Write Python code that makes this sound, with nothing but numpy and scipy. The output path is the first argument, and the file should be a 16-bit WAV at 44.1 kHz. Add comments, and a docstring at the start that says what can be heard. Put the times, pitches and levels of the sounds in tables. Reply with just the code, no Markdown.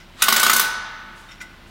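"""In an echoing workshop, an air impact wrench gives one short, loud rattle.
Air swells as its motor spins up, then its hammer strikes eleven times, settling near thirty blows
a second. Each blow clangs the steel and keeps the socket ringing, and the hall rings on.
Afterwards come a faint hiss, a small scrape and a clink of metal. A machine hums low throughout."""
import sys
import numpy as np
from scipy import signal
from scipy.fft import rfft, irfft
from scipy.io import wavfile

SR = 44100
rng = np.random.default_rng(int(sys.argv[2]) if len(sys.argv) > 2 else 0)


def log_audio(samples):
    """Write samples as a 16-bit WAV file to the path given in sys.argv[1]."""
    # one column per channel
    frames = np.atleast_2d(samples).T
    # limit to full scale, then quantise
    limited = np.clip(frames, -1, 1)
    pcm = np.round(limited * 32767).astype(np.int16)
    wavfile.write(sys.argv[1], SR, pcm)


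N = 74970  # 1.7 seconds

# tone colour of the workshop air (frequency [Hz], relative level [dB])
ROOM_COLOUR = [(45, -12), (75, -9.5), (140, -15), (190, -11), (260, -16), (420, -23.5), (900, -20.5),
               (1750, -25), (3000, -24.5), (4300, -30), (6000, -38.5), (10000, -44.5), (16000, -46)]
# steady tones of a distant machine (pitch [Hz], level [dB])
HUM_TONES = [(33, -52), (198, -64.5), (344.5, -62.5)]
# small metal contacts (start [s], hold [s], decay [s], knock level [dB], scrape level [dB])
CONTACTS = [(0.0, 0.008, 0.027, -47, -53), (1.286, 0.014, 0.03, -46, -57), (1.312, .01, 0.02, -46.5, -50.5),
            (1.402, 0.0087, 0.0026, -44, -49), (1.412, 0.0052, 0.02, -35.5, -50)]
# tone colour of a knock (frequency [Hz], relative level [dB])
KNOCK_COLOUR = [(400, -29.5), (1000, -22), (1500, 0.5), (1720, -19), (2000, 3.5), (2400, -8.5), (3000, -10),
                (3690, -12.5), (4400, -23), (8000, -24), (16000, -46)]
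# tone colour of a scrape (frequency [Hz], relative level [dB])
SCRAPE_COLOUR = [(2000, -30), (3000, -7), (4500, -9), (5100, -2.5), (5600, 0), (6300, -6.5), (7100, -8),
                 (8500, -23.5), (16000, -29)]
# light tings of metal (start [s], pitch [Hz], time to fade 60 dB [s], level [dB])
METAL_TINGS = [(1.288, 3670, 0.1, -40.5), (1.315, 3670, 0.17, -47), (1.317, 5480, 0.073, -40),
               (1.405, 2375, 0.1, -36), (1.413, 2002, 0.16, -37.5), (1.412, 1492, .22, -36)]
# tone colour of the air leaving the motor (frequency [Hz], relative level [dB])
EXHAUST_COLOUR = [(200, -15.5), (700, -4), (1200, 8), (2000, 2), (4000, 3), (6000, -8.5), (8000, -6.5),
                  (10000, -15), (16000, -20)]
# hammer blows, with relative levels (start [s], clang [dB], clatter [dB], sizzle [dB])
HAMMER_BLOWS = [(0.22, -3.5, 3, 4.5), (0.283, 5, 2.5, 0), (0.324, 4, -1, 1.5), (0.362, 0, 1.5, 0.5),
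                (0.396, -6.5, -7.5, 0), (0.43, 0.5, 1, 1.5), (0.464, 2.5, 0.5, -1.5), (0.496, -6, 3, 1),
                (0.531, -1.5, -7, 1.5), (0.562, -2, -18.5, 2), (0.595, -1.5, -3.5, 2)]
# tone colour of a blow's clatter (frequency [Hz], relative level [dB])
CLATTER_COLOUR = [(130, -28), (210, -10), (310, -9.5), (400, -5), (500, -16.5), (650, -4.5), (900, -9),
                  (1050, -6), (1230, 6), (1750, -6.5), (2150, -1), (2550, -5), (3200, -2), (4100, -1),
                  (5000, -8.5), (6500, -13), (9000, -41.5)]
# tone colour of a blow's high sizzle (frequency [Hz], relative level [dB])
SIZZLE_COLOUR = [(2500, -24), (5000, -1), (6800, 0), (8200, -2), (9400, 1), (10400, -3.5), (13500, 0),
                 (16000, -3.5)]
# short tones of the struck body (pitch [Hz], relative level [dB], time to fade 60 dB [s])
BODY_TONES = [(221, -20.5, 0.23), (391.3, -22, 0.21), (1107.4, -5.5, 0.1), (1164, -3.5, .05),
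              (1198, -5.5, 0.063), (1452, 1.5, 0.068), (2140, -6.5, 0.054)]
# long tones of the steel socket (pitch [Hz], relative level [dB], time to fade 60 dB [s])
SOCKET_TONES = [(882, -18, 1.69), (1504, 2.5, .3), (1492.4, -2, 1.38), (2166, -14, 0.263),
                (2634, -13.5, .3), (2970, -4, 0.44), (3565, -13.5, .3), (3580, -20.5, 0.25),
                (3970, -13.5, .3), (4394, -11, 0.37)]
# the hall's echo, band by band (frequency [Hz], relative level [dB], time to fade 60 dB [s])
HALL_BANDS = [(150, 0, 0.35), (390, -2, 0.98), (890, -0.5, 1.77), (1170, -7.5, 1.74), (1700, -4, 2.04),
              (2600, -8.5, 1.67), (4500, -5, 1), (7500, -10.5, 0.59), (9000, -9, 0.45),
              (11500, -11.5, 0.32), (14500, -8.5, .22)]
# three faint hisses and, at 1.411 s, the bright splash of the metal clink
# (start [s], rise [s], hold [s], decay [s], level [dB])
TREBLE_BURSTS = [(1.14, 0.039, .05, 0.1, -54), (1.411, 0.0038, 0.008, .012, -41.5),
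                 (1.484, .02, .06, .01, -74), (1.65, .03, .06, .03, -60.5)]
# tone colour of those bursts (frequency [Hz], relative level [dB])
BURST_COLOUR = [(1500, -9), (4000, 5), (7000, 3.5), (10000, -0.5), (15000, -10.5), (16000, -11)]

TIME = np.arange(N) / SR  # of each sample [s]
FREQS = np.arange(N // 2 + 1) * SR / N  # of each point in a spectrum [Hz]


def gain(db):
    """Turn decibels into a number to multiply by."""
    return 10 ** (np.asarray(db) / 20)


def normalise(x):
    """Scale a sound to an average (rms) level of 1."""
    return x / np.sqrt(np.mean(x ** 2))


def noise(colour):
    """Steady noise shaped by a tone colour table."""
    hz, db = np.array(colour).T
    freqs = np.maximum(FREQS, 1)
    shape = gain(np.interp(np.log(freqs), np.log(hz), db))
    bass_cut = np.minimum(freqs / hz[0], 1) ** 2
    return normalise(irfft(rfft(rng.standard_normal(N)) * shape * bass_cut, N))


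def patchy(x, spread_db=3.5, width_hz=170):
    """Lift and dip frequencies at random: each contact makes the steel ring a little differently."""
    heights = rng.standard_normal(512)
    bumps_db = spread_db * np.interp(FREQS / width_hz, np.arange(len(heights)), heights)
    return normalise(irfft(rfft(x) * gain(bumps_db), N))


def envelope(start, rise, hold, decay):
    """Loudness over time: it rises, stays up until hold seconds after the start, then dies away."""
    age = TIME - start
    return np.clip(age / rise, 0, 1) * np.exp(-np.maximum(age - hold, 0) / decay)


def ring(tones, start, detune, rise_s=0.0012):
    """Metal struck once rings with fading tones, each slightly off pitch."""
    age, out = np.maximum(TIME - start, 0), 0
    for hz, db, fade_s in tones:
        pitch = hz * (1 + detune * rng.standard_normal())
        out += gain(db - 60 * age / fade_s) * np.sin(2 * np.pi * pitch * age)
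    return np.minimum(age / rise_s, 1) * out


def background(air_db=-47.5):
    """The workshop air rumbles softly and a distant machine hums."""
    hum = sum(gain(db) * np.sqrt(2) * np.sin(2 * np.pi * (hz * TIME + rng.random()))
              for hz, db in HUM_TONES)
    return gain(air_db) * noise(ROOM_COLOUR) + hum


def handling():
    """Metal parts knock, scrape and ting as they touch."""
    knock, scrape = 0, 0
    for start, hold, decay, knock_db, scrape_db in CONTACTS:
        contact = envelope(start, 0.002, hold, decay)
        knock += gain(knock_db) * contact
        scrape += gain(scrape_db) * contact
    tings = sum(ring([(hz, db, fade_s)], start, detune=0.001) for start, hz, fade_s, db in METAL_TINGS)
    return knock * patchy(noise(KNOCK_COLOUR)) + scrape * patchy(noise(SCRAPE_COLOUR)) + tings


def exhaust(full_speed_s=0.23, release_s=0.646, level_db=-26.5):
    """Air swells as the motor spins up and dies away when the trigger is let go."""
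    swell = np.exp(np.minimum(TIME - full_speed_s, 0) / 0.022)
    fade = np.exp(-np.maximum(TIME - release_s, 0) / 0.023)
    return gain(level_db) * swell * fade * noise(EXHAUST_COLOUR)


def hammer(clatter_base_db=-16, sizzle_base_db=-14.5):
    """Each blow is a few milliseconds of steel chattering on steel, with a colour of its own."""
    out, steel, treble = 0, noise(CLATTER_COLOUR), noise(SIZZLE_COLOUR)
    for start, _, clatter_db, sizzle_db in HAMMER_BLOWS:
        clatter = envelope(start, rise=0.0008, hold=0.0064, decay=0.0066) * patchy(steel)
        sizzle = envelope(start, rise=0.0017, hold=0.0061, decay=0.0049) * patchy(treble)
        out += gain(clatter_base_db + clatter_db) * clatter + gain(sizzle_base_db + sizzle_db) * sizzle
    return out


def clang(base_db=-15.5, scatter_s=0.00036):
    """The struck body answers every blow with a short clang."""
    out = 0
    for start, clang_db, _, _ in HAMMER_BLOWS:
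        struck = start + scatter_s * rng.standard_normal()
        out += gain(base_db + clang_db) * ring(BODY_TONES, struck, detune=0.0014)
    return out


def socket(base_db=-28.5, scatter_db=5, kick_radians=0.91, drop_s=0.797, drop_db=-2):
    """The socket rings between the blows and after them; every blow tops up its tones."""
    starts, out = [blow[0] for blow in HAMMER_BLOWS], 0
    for hz, db, fade_s in SOCKET_TONES:
        strengths = gain(scatter_db * rng.standard_normal(len(starts)))
        energy = sum((strength * envelope(start, 0.004, 0.005, fade_s / np.log(1000))) ** 2
                     for start, strength in zip(starts, strengths))
        # each blow also nudges the wave a little early or late
        phase = sum(kick_radians * rng.standard_normal() * np.clip((TIME - start) / 0.012, 0, 1)
                    for start in starts)
        out += gain(base_db + db) * np.sqrt(energy) * np.sin(2 * np.pi * hz * TIME + phase)
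    sudden_drop = gain(drop_db * np.clip((TIME - drop_s) / 0.004, 0, 1))
    return sudden_drop * out


def near_echoes(x, level_db=-5.5):
    """Sound bounces straight back from the car and floor close by."""
    echoes = rng.standard_normal(N) * envelope(start=0.01047, rise=0.00095, hold=0.0028, decay=0.01)
    return gain(level_db) * signal.fftconvolve(x, echoes / np.linalg.norm(echoes))[:N]


def hall(x, build_up_s=0.04):
    """Echoes blur together around the workshop; the middle pitches last longest."""
    log_hz, centres = np.log(np.maximum(FREQS, 1)), np.log([band[0] for band in HALL_BANDS])
    spectrum, echoes = rfft(rng.standard_normal(N)), 0
    for only_this_band, (_, db, fade_s) in zip(np.eye(len(HALL_BANDS)), HALL_BANDS):
        band = irfft(spectrum * np.interp(log_hz, centres, only_this_band), N)
        fade = np.minimum(TIME / build_up_s, 1) * gain(-60 * TIME / fade_s)
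        echoes += gain(db) * band * fade / np.linalg.norm(fade)
    return signal.fftconvolve(x, echoes)[:N]


def hisses_and_clink():
    """Bursts of high noise make the faint hisses and the bright splash of the metal clink."""
    loudness = sum(gain(db) * envelope(*timing) for *timing, db in TREBLE_BURSTS)
    return loudness * noise(BURST_COLOUR)


def scene():
    """Mix the wrench, the small sounds, their echoes and the background."""
    rattle = hammer() + exhaust()
    body, parts = clang(), handling()
    direct = rattle + body + socket() + parts
    into_hall = rattle + gain(-8) * body + gain(-3) * parts
    return (direct + near_echoes(rattle) + hall(into_hall) + hisses_and_clink() + background())[None]


def record(dry):
    """Cut away the very highest treble, above 15900 Hz."""
    return signal.sosfilt(signal.ellip(10, 0.2, 70, 15900, fs=SR, output="sos"), dry)


dry = scene()
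out = record(dry)
log_audio(out)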